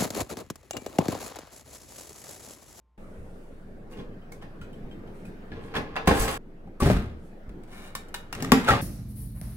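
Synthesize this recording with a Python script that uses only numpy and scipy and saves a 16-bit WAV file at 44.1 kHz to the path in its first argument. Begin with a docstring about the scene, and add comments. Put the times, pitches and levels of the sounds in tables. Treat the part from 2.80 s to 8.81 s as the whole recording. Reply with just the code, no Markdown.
"""A hushed lounge with a faint hum opens, then a hard cut to a kitchen: a loaded dishwasher rack clinks, rolls in
and hits its stop. A second cut chops its rattle; the door slams, the dial turns and the latch lever is thrown.
Struck things are banks of decaying modes plus a noise crackle, driven by short chatters and by rains of taps.
Shaped noise makes the hush, the air rush, a faint rustle and the room tail; a slow sine makes the throb
under the kitchen, whose phase jumps at every cut, the third one included."""
import sys
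import numpy as np
from scipy import signal
from scipy.io import wavfile
from scipy.ndimage import uniform_filter1d

SR = 44100
rng = np.random.default_rng(int(sys.argv[2]) if len(sys.argv) > 2 else 0)


def log_audio(samples):
    """Write samples as a 16-bit WAV file to the path given in sys.argv[1]."""
    # one column per channel
    frames = np.atleast_2d(samples).T
    # limit to full scale, then quantise
    limited = np.clip(frames, -1, 1)
    pcm = np.round(limited * 32767).astype(np.int16)
    wavfile.write(sys.argv[1], SR, pcm)


N = 265129
TIME = np.arange(N) / SR
# Joins between the four stretches: (time [s])
CUT_TIMES = .1765, 3.578, 5.497
# Port likeness of sound from all sides: (frequency [Hz], left-right likeness [-1 to 1])
DIFFUSE_LIKENESS = [(60, 0.86), (180, 1), (550, 0.6), (1650, -0.31), (4970, 0.23), (15000, -0.25)]


def amp(db):
    """Decibels to gain."""
    return 10 ** (np.asarray(db) / 20)


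def evened(x):
    """Scaled to rms 1."""
    return x / np.sqrt(np.mean(x ** 2) + 1e-20)


def read(points, hz):
    """Table value on a log-frequency axis."""
    f, value = np.transpose(points)
    return np.interp(np.log(hz + 1), np.log(f + 1), value)


def take(start, end):
    """Gate open only between two times, with 1 ms ramps."""
    return np.clip(np.minimum(TIME - start, end - TIME) * 1000, 0, 1)


def pair_noise(db, same):
    """Noise at two ports from random short-time spectra; db is bins x frames, same is likeness per bin."""
    a, b, c, d = rng.standard_normal((db.shape[1], db.shape[0], 4)).T
    same = np.clip(same, -1, 1)[:, None]
    left = a + 1j * b
    right = same * left + np.sqrt(1 - same ** 2) * (c + 1j * d)
    size = 2 * (db.shape[0] - 1)
    return signal.istft(np.array([left, right]) * amp(db), nperseg=size, noverlap=size * 3 // 4)[1]


# Colour of the lounge hush: (frequency [Hz], relative level [dB])
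LOUNGE_COLOUR = [(25, -33), (66, -15), (188, -24), (1100, -34.5), (15700, -65)]
# Steady tones of the lounge: (frequency [Hz], rms level [dB])
LOUNGE_TONES = [(59.2, -66), (893.6, -84.5), (1050, -85)]
LOUNGE_DB = -76  # rms of the hush


def lounge():
    """Faint mains hum and appliance tones, as steady sines, over a low hush of shaped noise."""
    hz = np.fft.rfftfreq(2048, 1 / SR)
    colour = read(LOUNGE_COLOUR, hz)[:, None] * np.ones(N // 512 + 5)
    hush = pair_noise(colour, np.full(len(hz), .95))[:, :N]
    hum = sum(np.sqrt(2) * amp(db) * np.sin(2 * np.pi * (f * TIME + rng.random())) for f, db in LOUNGE_TONES)
    return amp(LOUNGE_DB) * evened(hush) + hum


# Colour of the ventilation rush: (frequency [Hz], relative level [dB])
AIR_COLOUR = [(25, -16.5), (50, -11), (150, -14), (190, -7.5), (268, -17), (330, -15), (500, -18),
              (1030, -42.5), (1500, -40.5), (3500, -57), (7000, -67), (15700, -68)]
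# Course of the rush: (time [s], level around 100-600 Hz [dB], lift reached at 1 kHz and above [dB])
AIR_COURSE = [(.18, -47, 10), (0.899, -49, 9), (2.5, -44, 10), (3.57, -49, 9), (3.587, -51, 8),
              (5.49, -48, 13)]


def air():
    """Ventilation rush: turbulence noise whose colour drifts in patches of time and pitch."""
    hz, t = np.fft.rfftfreq(2048, 1 / SR), np.arange(N // 512 + 5) * 512 / SR
    s, level_db, bright_db = np.transpose(AIR_COURSE)
    patches = uniform_filter1d(rng.standard_normal((len(t), len(hz))), 6, 0)
    patches = evened(uniform_filter1d(patches, 12, 1)).T
    upper = np.clip(np.log2(hz / 500 + 1e-9), 0, 1)[:, None]
    db = read(AIR_COLOUR, hz)[:, None] + 2.3 * patches + upper * np.interp(t, s, bright_db)
    rush = pair_noise(db, read(DIFFUSE_LIKENESS, hz))[:, :N]
    body = signal.sosfilt(signal.butter(2, [100, 600], "band", fs=SR, output="sos"), rush[0])
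    return rush / np.sqrt(np.mean(body ** 2)) * amp(np.interp(TIME, s, level_db))


THROB_HZ, THROB_DB = 18.6, -42.5  # peak level


def throb():
    """Very low sine throb of the building, given a new random phase at each cut."""
    turn = uniform_filter1d(rng.random(4)[np.searchsorted(CUT_TIMES, TIME)], size=200)
    return amp(THROB_DB) * np.sin(2 * np.pi * (THROB_HZ * TIME + turn))


RISE_DB = 13  # a stroke climbs this far


def stroke(start, rise, hold, fall_db, db):
    """Level in dB of one movement: rise, hold, release."""
    age = TIME - start
    climb = RISE_DB * np.minimum(age / (abs(rise) + 0.0011) - 1, 0)
    release = abs(fall_db) * np.maximum(age - abs(rise) - abs(hold), 0)
    return np.where(age < 0, -200, db + climb - release)


# Colour of the rustle: (frequency [Hz], relative level [dB])
RUSTLE_COLOUR = [(1500, -24), (4600, -9.5), (8800, -2), (11000, -4), (15500, -18.5)]
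# Swells of the rustle: (start time [s], rise [s], hold [s], fall [dB/s], rms level at the hold [dB])
RUSTLE_SWELLS = [(.1, 0.12, 0.41, 29, -72), (2.32, 0.029, 0.049, 96.5, -70.5),
                 (2.808, 0.03, .03, 161, -66.5), (4.373, 0.076, 0.023, 167.5, -69.5)]


def rustle():
    """Faint treble noise that swells and fades, perhaps cloth near the microphone."""
    hz = np.fft.rfftfreq(512, 1 / SR)
    colour = read(RUSTLE_COLOUR, hz)[:, None] * np.ones(N // 128 + 5)
    hiss = pair_noise(colour, read(DIFFUSE_LIKENESS, hz))[:, :N]
    return evened(hiss) * sum(amp(stroke(*row)) for row in RUSTLE_SWELLS)


EDGES_HZ = 500, 4000  # between lows, mids and highs


def ring(modes, split=.008):
    """Response of a body to one tap, each mode a close beating pair: lows, mids and highs, evened in peak level."""
    t, parts = np.arange(16384) / SR, np.zeros((3, 16384))
    for f, db, t60 in modes:
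        beat = np.cos(np.pi * f * split * t)
        parts[np.searchsorted(EDGES_HZ, f)] += amp(db - 60 * t / t60) * np.sin(2 * np.pi * f * t) * beat
    return parts / np.sqrt(uniform_filter1d(parts ** 2, 256).max(1, keepdims=True) + 1e-12)


def banded(x, thin_hz):
    """Sum of lows, mids and highs through overlapping filters that fall upwards, of gain 1 on noise."""
    # (band [Hz], order, corner of the upward fall [Hz])
    shapes = ([thin_hz / 9, 330], 2, 400), ([thin_hz, 4200], 3, 750), ([3800, 17000], 2, 12000)
    total = 0
    for (band, order, corner), v in zip(shapes, x):
        band_pass = signal.butter(order, band, "band", fs=SR, output="sos")
        sos = np.vstack([band_pass, signal.butter(1, corner, fs=SR, output="sos")])
        total = total + signal.sosfilt(sos, v) / np.linalg.norm(signal.sosfilt(sos, signal.unit_impulse(4096)))
    return total


# Pace of a stroke's release: one row each for lows, mids, highs (multiple of the stroke's fall)
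FALL_RATIOS = [
    [1],
    [1.19],
    [1.63],
]


def played(modes, blows, rubs=(), crack_db=0, crack_t60=.04, ring_db=-6, rough_db=2, pan_db=0, shine_db=-9,
           thin_hz=400, spot_db=-6, spot_t60=.07):
    """Chatters of contact (blows) and rains of tiny taps (rubs) ring the modes and raise a dense crackle of
    countless small modes. The struck spot's short ring is heard dry, without the room tail."""
    parts, drive, crack = ring(modes), np.zeros((3, N + 8192)), np.zeros((3, N + 8192))
    parts[2] *= amp(shine_db)  # level of the high modes
    t, spots = np.arange(8192) / SR, np.zeros(N + 8192)
    for s, db, low_db, high_db, ms, *near_hz in blows:
        grit = rng.standard_normal(8192)
        age = t / (abs(ms) / 1000 + 1e-4)
        span = slice(round(s * SR), round(s * SR) + 8192)
        gains = amp([[db + low_db], [db], [db + high_db]])
        for f in near_hz:
            waver = 1 + .7 * evened(uniform_filter1d(grit, size=200))
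            level = gains[np.searchsorted(EDGES_HZ, f)] * amp(spot_db - 60 * t / spot_t60)
            spots[span] += level * (1 - np.exp(-age)) * waver * np.sin(2 * np.pi * f * t)
        chatter = grit * (np.exp(-age) - np.exp(-age * 10))
        chatter /= np.linalg.norm(chatter)
        push = age * np.exp(-age / 0.18)  # the mass behind the blow: longer contact favours deeper modes
        drive[:, span] += gains * amp([[0], [ring_db], [ring_db]]) * [push / push.sum(), chatter, chatter]
        # the crackle's bass lasts longer
        lasts = (abs(crack_t60) + 4 * abs(ms) / 1000) * np.array([[2.2], [1.3], [1]])
        crack[:, span] += gains * amp(crack_db - 60 * t / lasts) * (1 - np.exp(-age / 0.085))

    sizes = amp(np.clip(rough_db, 0, 4) * np.minimum(rng.exponential(1, N), 5))
    taps = evened(sizes * (rng.random(N) < 3000 / SR))  # about 3000 taps per second
    for start, rise, hold, fall_db, db, low_db, high_db in rubs:
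        level_db = stroke(start, rise, hold, fall_db * np.array(FALL_RATIOS), db)
        gains = amp(level_db + np.array([[low_db], [0], [high_db]]))
        signed_taps = taps * rng.choice([-1, 1], N)
        evening = amp([[0], [0], [shine_db]]) / (np.linalg.norm(parts, axis=1)[:, None] + 1e-6)
        drive[:, :N] += gains * amp(ring_db) * signed_taps * evening
        crack[:, :N] += gains
    crack[1:, :N] *= evened(uniform_filter1d(taps, 60))  # the crackle comes in grains

    both, left, right = rng.standard_normal((3, N))
    apart = np.array([[.1], [.65], [.75]])  # short waves differ more between the ports
    shared = np.sqrt(1 - apart ** 2) * both
    crackle = np.array([banded(crack[:, :N] * (shared + apart * own), thin_hz) for own in (left, right)])
    sound = signal.oaconvolve(drive, parts, axes=1).sum(0)[:N] + crackle
    return np.array([sound, [spots[:N]] * 2]) * amp([[pan_db / 2], [-pan_db / 2]])


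# Decay of the hard-walled room: (frequency [Hz], t60 [s])
KITCHEN_DECAY = [(60, 0.21), (1100, 0.38), (5000, 0.26), (15000, 0.2)]


def in_kitchen(sound, wet_db, lag=5):
    """Direct sound reaches the left port lag samples late; hard walls add a frequency-dependent noise tail."""
    hz, t = np.fft.rfftfreq(256, 1 / SR), np.arange(400) * 64 / SR
    tail = pair_noise(-60 * t / read(KITCHEN_DECAY, hz)[:, None], read(DIFFUSE_LIKENESS, hz))
    tail[:, :130] = 0  # nearest wall
    wet = signal.oaconvolve(sound[0].mean(0)[None], tail / np.linalg.norm(tail[0]), axes=1)[:, :N]
    left, right = sound.sum(0)
    late_left = np.interp(np.arange(N) - lag, np.arange(N), left)
    return np.array([late_left, right]) + amp(wet_db) * wet


# In all blow and stroke tables levels drive the sound, before the ring, crackle, spot and room balances.
# Rack modes: (frequency [Hz], relative level [dB], t60 [s])
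RACK_MODES = [(48, -3.5, 0.16), (119, 1.5, 0.053), (178.6, 6, 0.055), (353, 27, 0.08), (460, 51, 0.058),
              (3200, -1.5, 0.04), (823, 15.5, 0.026), (1052, 16.5, 0.037), (1660, 13.5, 0.032),
              (2115, 1.5, 0.062)]
# Rack blows: (time [s], mids level [dB], lows over mids [dB], highs over mids [dB], chatter [ms], spot pitch [Hz])
RACK_HITS = [(1.52, -50.5, -20, 5.5, 2, 2200), (1.621, -45, -19, -13, 11, 1820),
             (2.717, -43.5, 5.5, -33, 4.9, 1700), (2.939, -33, -26, -24, 7.3, 1050),
             (2.952, -28.5, -6, -17.5, 2.6, 1784), (2.963, -27.5, -0.5, -15, 10, 3400),
             (3.156, -32, -25, -18, 8.8, 1900), (3.163, -29.5, -24, -26, 7.4, 2700),
             (3.273, -17, 6, -10, 7.8, 1076), (3.31, -25, 8, -25, 1.4, 866),
             (3.478, -30, -23, -8, 17, 1640)]
# The rack rolls in, and its load rattles after the stop: (start time [s], rise [s], hold [s],
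# fall of the lows [dB/s], mids level [dB], lows over mids [dB], highs over mids [dB])
RACK_ROLLS = [(1.1, 0.017, 0.0085, 188, -56, 5.5, -6.5), (1.163, 0.0093, 0.021, 246, -51, 11, -17.5),
              (2.673, 0.088, 0.88, 198, -55, 5.5, -41), (3.258, 0.037, 0.13, 60, -35, -5.5, -14.5)]


def rack():
    """Loaded coated-wire rack: modes struck at the stop and shaken by uneven taps."""
    return played(RACK_MODES, RACK_HITS, RACK_ROLLS, crack_db=0.5, crack_t60=0.035, ring_db=-1.5, rough_db=3,
                  pan_db=-0.1, spot_db=7.0)


# Cutlery modes: (frequency [Hz], relative level [dB], t60 [s])
CUTLERY_MODES = [(930, 6, 0.11), (1450, -10, 0.08), (2547, 12, 0.052), (3040, 16, 0.07), (6940, -1.5, 0.13),
                 (7820, 6, 0.14), (10500, 2.5, 0.13), (10970, 9.5, .09), (12100, 7.5, 0.07),
                 (13500, 9, .08)]
# Clinks: (time [s], mids level [dB], highs over mids [dB], spot pitch [Hz])
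CUTLERY_CLINKS = [(1.127, -54, -16, 2820), (1.187, -54, -9, 3370), (1.32, -68, -16, 3090),
                  (1.418, -66.5, -22, 3090), (1.615, -56, -16, 3050), (1.813, -48, -9, 1400),
                  (1.928, -57, -6, 3070), (2.11, -55, -13, 3170), (2.273, -59.5, -11, 3100),
                  (2.451, -55, -2, 2490), (3.345, -52, -6.5, 14900), (3.35, -42, -6, 10200),
                  (3.395, -43.5, 8, 11000), (3.398, -45, 5.5, 13500), (3.408, -42, 1, 7890),
                  (3.425, -52, 9, 6800), (3.508, -47, 4, 10200)]
# The basket shakes after the stop: (start time [s], rise [s], hold [s], fall of the lows [dB/s],
# mids level [dB], lows over mids [dB], highs over mids [dB])
BASKET_JINGLE = [ (3.29, 0.098, 0.028, 47, -47, -21, 6.1)]
CLINK_LOW_DB, CLINK_MS = -16, 3.5  # lows over mids; chatter


def cutlery():
    """Bright, long-ringing clinks of metal, and a jingle of many taps."""
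    clinks = [(s, db, CLINK_LOW_DB, high_db, CLINK_MS, hz) for s, db, high_db, hz in CUTLERY_CLINKS]
    return played(CUTLERY_MODES, clinks, BASKET_JINGLE, crack_db=-3.0, crack_t60=0.086, ring_db=-4.0, rough_db=4,
                  spot_db=4.5, spot_t60=0.13, shine_db=1.5, pan_db=0.2, thin_hz=1000)


# Floor modes: (frequency [Hz], relative level [dB], t60 [s])
FLOOR_MODES = [(45, 12.5, 0.18), (81.5, 11, 0.065), (120, 8.5, 0.049), (208, -7, 0.06)]
# Thumps: (time [s], lows level [dB], chatter [ms])
FLOOR_THUMPS = [(1.268, -23, 45), (2.033, -22, 55), (3.398, -17.5, 11), (3.42, -20.5, 17),
                (4.141, -16.5, 4.3), (4.681, -30.5, 3.7)]
THUMP_MID_DB, THUMP_HIGH_DB = -26.5, -48.5  # over the lows


def floor():
    """Dull thumps: soft pushes into the low modes of the floor."""
    thumps = [(s, db + THUMP_MID_DB, -THUMP_MID_DB, THUMP_HIGH_DB - THUMP_MID_DB, ms)
              for s, db, ms in FLOOR_THUMPS]
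    return played(FLOOR_MODES, thumps, crack_db=-18.0, crack_t60=0.0045)


# Door modes: (frequency [Hz], relative level [dB], t60 [s])
DOOR_MODES = [(40, -10, 0.4), (76.8, 28.5, 1), (119, 45.5, 0.11), (187, 43, 0.13), (272, 21, 0.25),
              (438, 37, 0.071), (608, 10.5, 0.074), (847, 8, 0.058), (1247, 10, 0.04), (1360, 6, 0.043),
              (1550, 14, 0.017), (2045, 7, 0.049), (8760, 0, 0.013)]
# Door blows: (time [s], mids level [dB], lows over mids [dB], highs over mids [dB], chatter [ms], spot pitch [Hz])
DOOR_HITS = [(3.871, -52, 15, -28, 4.3, 784), (4.001, -24.5, -34, 2.5, 8.3, 1140),
             (4.021, -24, 14, -25, 4.5, 838), (4.06, -21.5, 11.5, -8.5, 9, 713),
             (4.098, -21, 4.5, -18, 2.1, 610), (5.879, -22, -16, -8, 2.6, 1498),
             (5.887, -13, -17, -10, 8.5, 1338), (5.903, -19, 1, -13.5, 5.1, 1883),
             (5.916, -23, 5.5, -9, 3.5, 796), (5.935, -23, 2.5, -25, 2.8, 1200)]
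# Door rubs: (start time [s], rise [s], hold [s], fall of the lows [dB/s],
# mids level [dB], lows over mids [dB], highs over mids [dB])
DOOR_RUBS = [(3.998, 0.028, 0.094, 110, -33, 8, -11), (5.532, 0.057, 0.2, 100, -45.5, 9, -17),
             (5.86, 0.021, 0.018, 90, -27, -9.5, -20)]


def door():
    """Boomy panel modes hit in clusters, at the slam and again as the lever goes over."""
    return played(DOOR_MODES, DOOR_HITS, DOOR_RUBS, crack_db=-9.0, crack_t60=0.023, ring_db=-7.0, rough_db=0.5,
                  pan_db=1.5, spot_db=8.5)


# Latch modes: (frequency [Hz], relative level [dB], t60 [s])
LATCH_MODES = [(70, -3, 0.095), (262.4, 33.5, 0.13), (442, 27, 0.14), (1675, 0, 0.08), (2140, 12, 0.02),
               (2760, 10, 0.035), (7360, 20, 0.032), (11100, 3, 0.01)]
# Latch blows: (time [s], mids level [dB], lows over mids [dB], highs over mids [dB], spot pitch [Hz])
LATCH_SNAPS = [(4.692, -57.5, -1, -8.5, 1980), (5.527, -33.5, -20, -5, 2770), (5.55, -40.5, -23, -11, 2050),
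               (5.604, -44.5, 2, -10, 2870), (5.624, -36.5, 5, 3.5, 1800), (5.645, -37, -24, -2.5, 1190),
               (5.719, -15.5, 1.5, -5, 1135)]
# The lever scrapes on after the snap: (start time [s], rise [s], hold [s], fall of the lows [dB/s],
# mids level [dB], lows over mids [dB], highs over mids [dB])
LEVER_SCRAPE = [(5.72, 0.06, 0.18, 100, -39.5, -4.5, -12)]
LATCH_MS = 1  # chatter


def latch():
    """Lever clicks and a hard snap, mostly crackle, then a scrape."""
    snaps = [(s, db, low_db, high_db, LATCH_MS, hz) for s, db, low_db, high_db, hz in LATCH_SNAPS]
    return played(LATCH_MODES, snaps, LEVER_SCRAPE, spot_db=3.0, crack_db=7.0, crack_t60=0.022, ring_db=-13.0,
                  pan_db=2.5, thin_hz=850)


# Dial modes: (frequency [Hz], relative level [dB], t60 [s])
DIAL_MODES = [(1493, 19.5, 0.055), (1790, 20.5, 0.035), (2290, 27, 0.02), (2900, 24, 0.02),
              (3740, 22, 0.025), (8670, 4, 0.039), (9140, 4, 0.033), (10700, 5.5, 0.034)]
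# Detent clicks: (time [s], mids level [dB], spot pitch [Hz])
DIAL_DETENTS = [(4.835, -63.5, 2320), (5.151, -36, 1114), (5.284, -60.5, 3070), (5.342, -35.5, 4070)]
# The dial rubs as it turns: (start time [s], rise [s], hold [s], fall of the lows [dB/s],
# mids level [dB], lows over mids [dB], highs over mids [dB])
DIAL_RUB = [(4.876, 0.059, 0.14, 198, -55.5, -5, -4.5)]
DETENT_LOW_DB, DETENT_HIGH_DB, DETENT_MS = -23, 0, 2.35  # both over mids; chatter


def dial():
    """Dial detents click small, quickly decaying modes, with a brief rub between."""
    detents = [(s, db, DETENT_LOW_DB, DETENT_HIGH_DB, DETENT_MS, hz) for s, db, hz in DIAL_DETENTS]
    return played(DIAL_MODES, detents, DIAL_RUB, crack_db=4.0, crack_t60=0.045, ring_db=1.5, rough_db=1.0,
                  spot_db=12.0, spot_t60=0.037, pan_db=2.0, thin_hz=685)


def scene():
    """Lounge, then kitchen; the rack stretch is cut off mid-rattle, tail and all."""
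    early = take(0, CUT_TIMES[1])
    thumps = floor()
    loading = in_kitchen(rack() + cutlery() + thumps * early, wet_db=-1.5) * early
    closing = in_kitchen(door() + latch() + dial() + thumps * (1 - early), wet_db=-4.5)
    background = (air() + throb() + rustle()) * take(CUT_TIMES[0], 7)
    return lounge() * take(-1, CUT_TIMES[0]) + background + loading + closing


EDGE_HZ = 15900  # top of the recorded band


def record(dry):
    """The input stage rounds off the loudest peaks; then the band limit."""
    dry = np.tanh(dry / .95) * .95
    return signal.oaconvolve(dry, signal.firwin(511, EDGE_HZ, window=("kaiser", 9), fs=SR)[None], "same")


dry = scene()
out = record(dry)
log_audio(out)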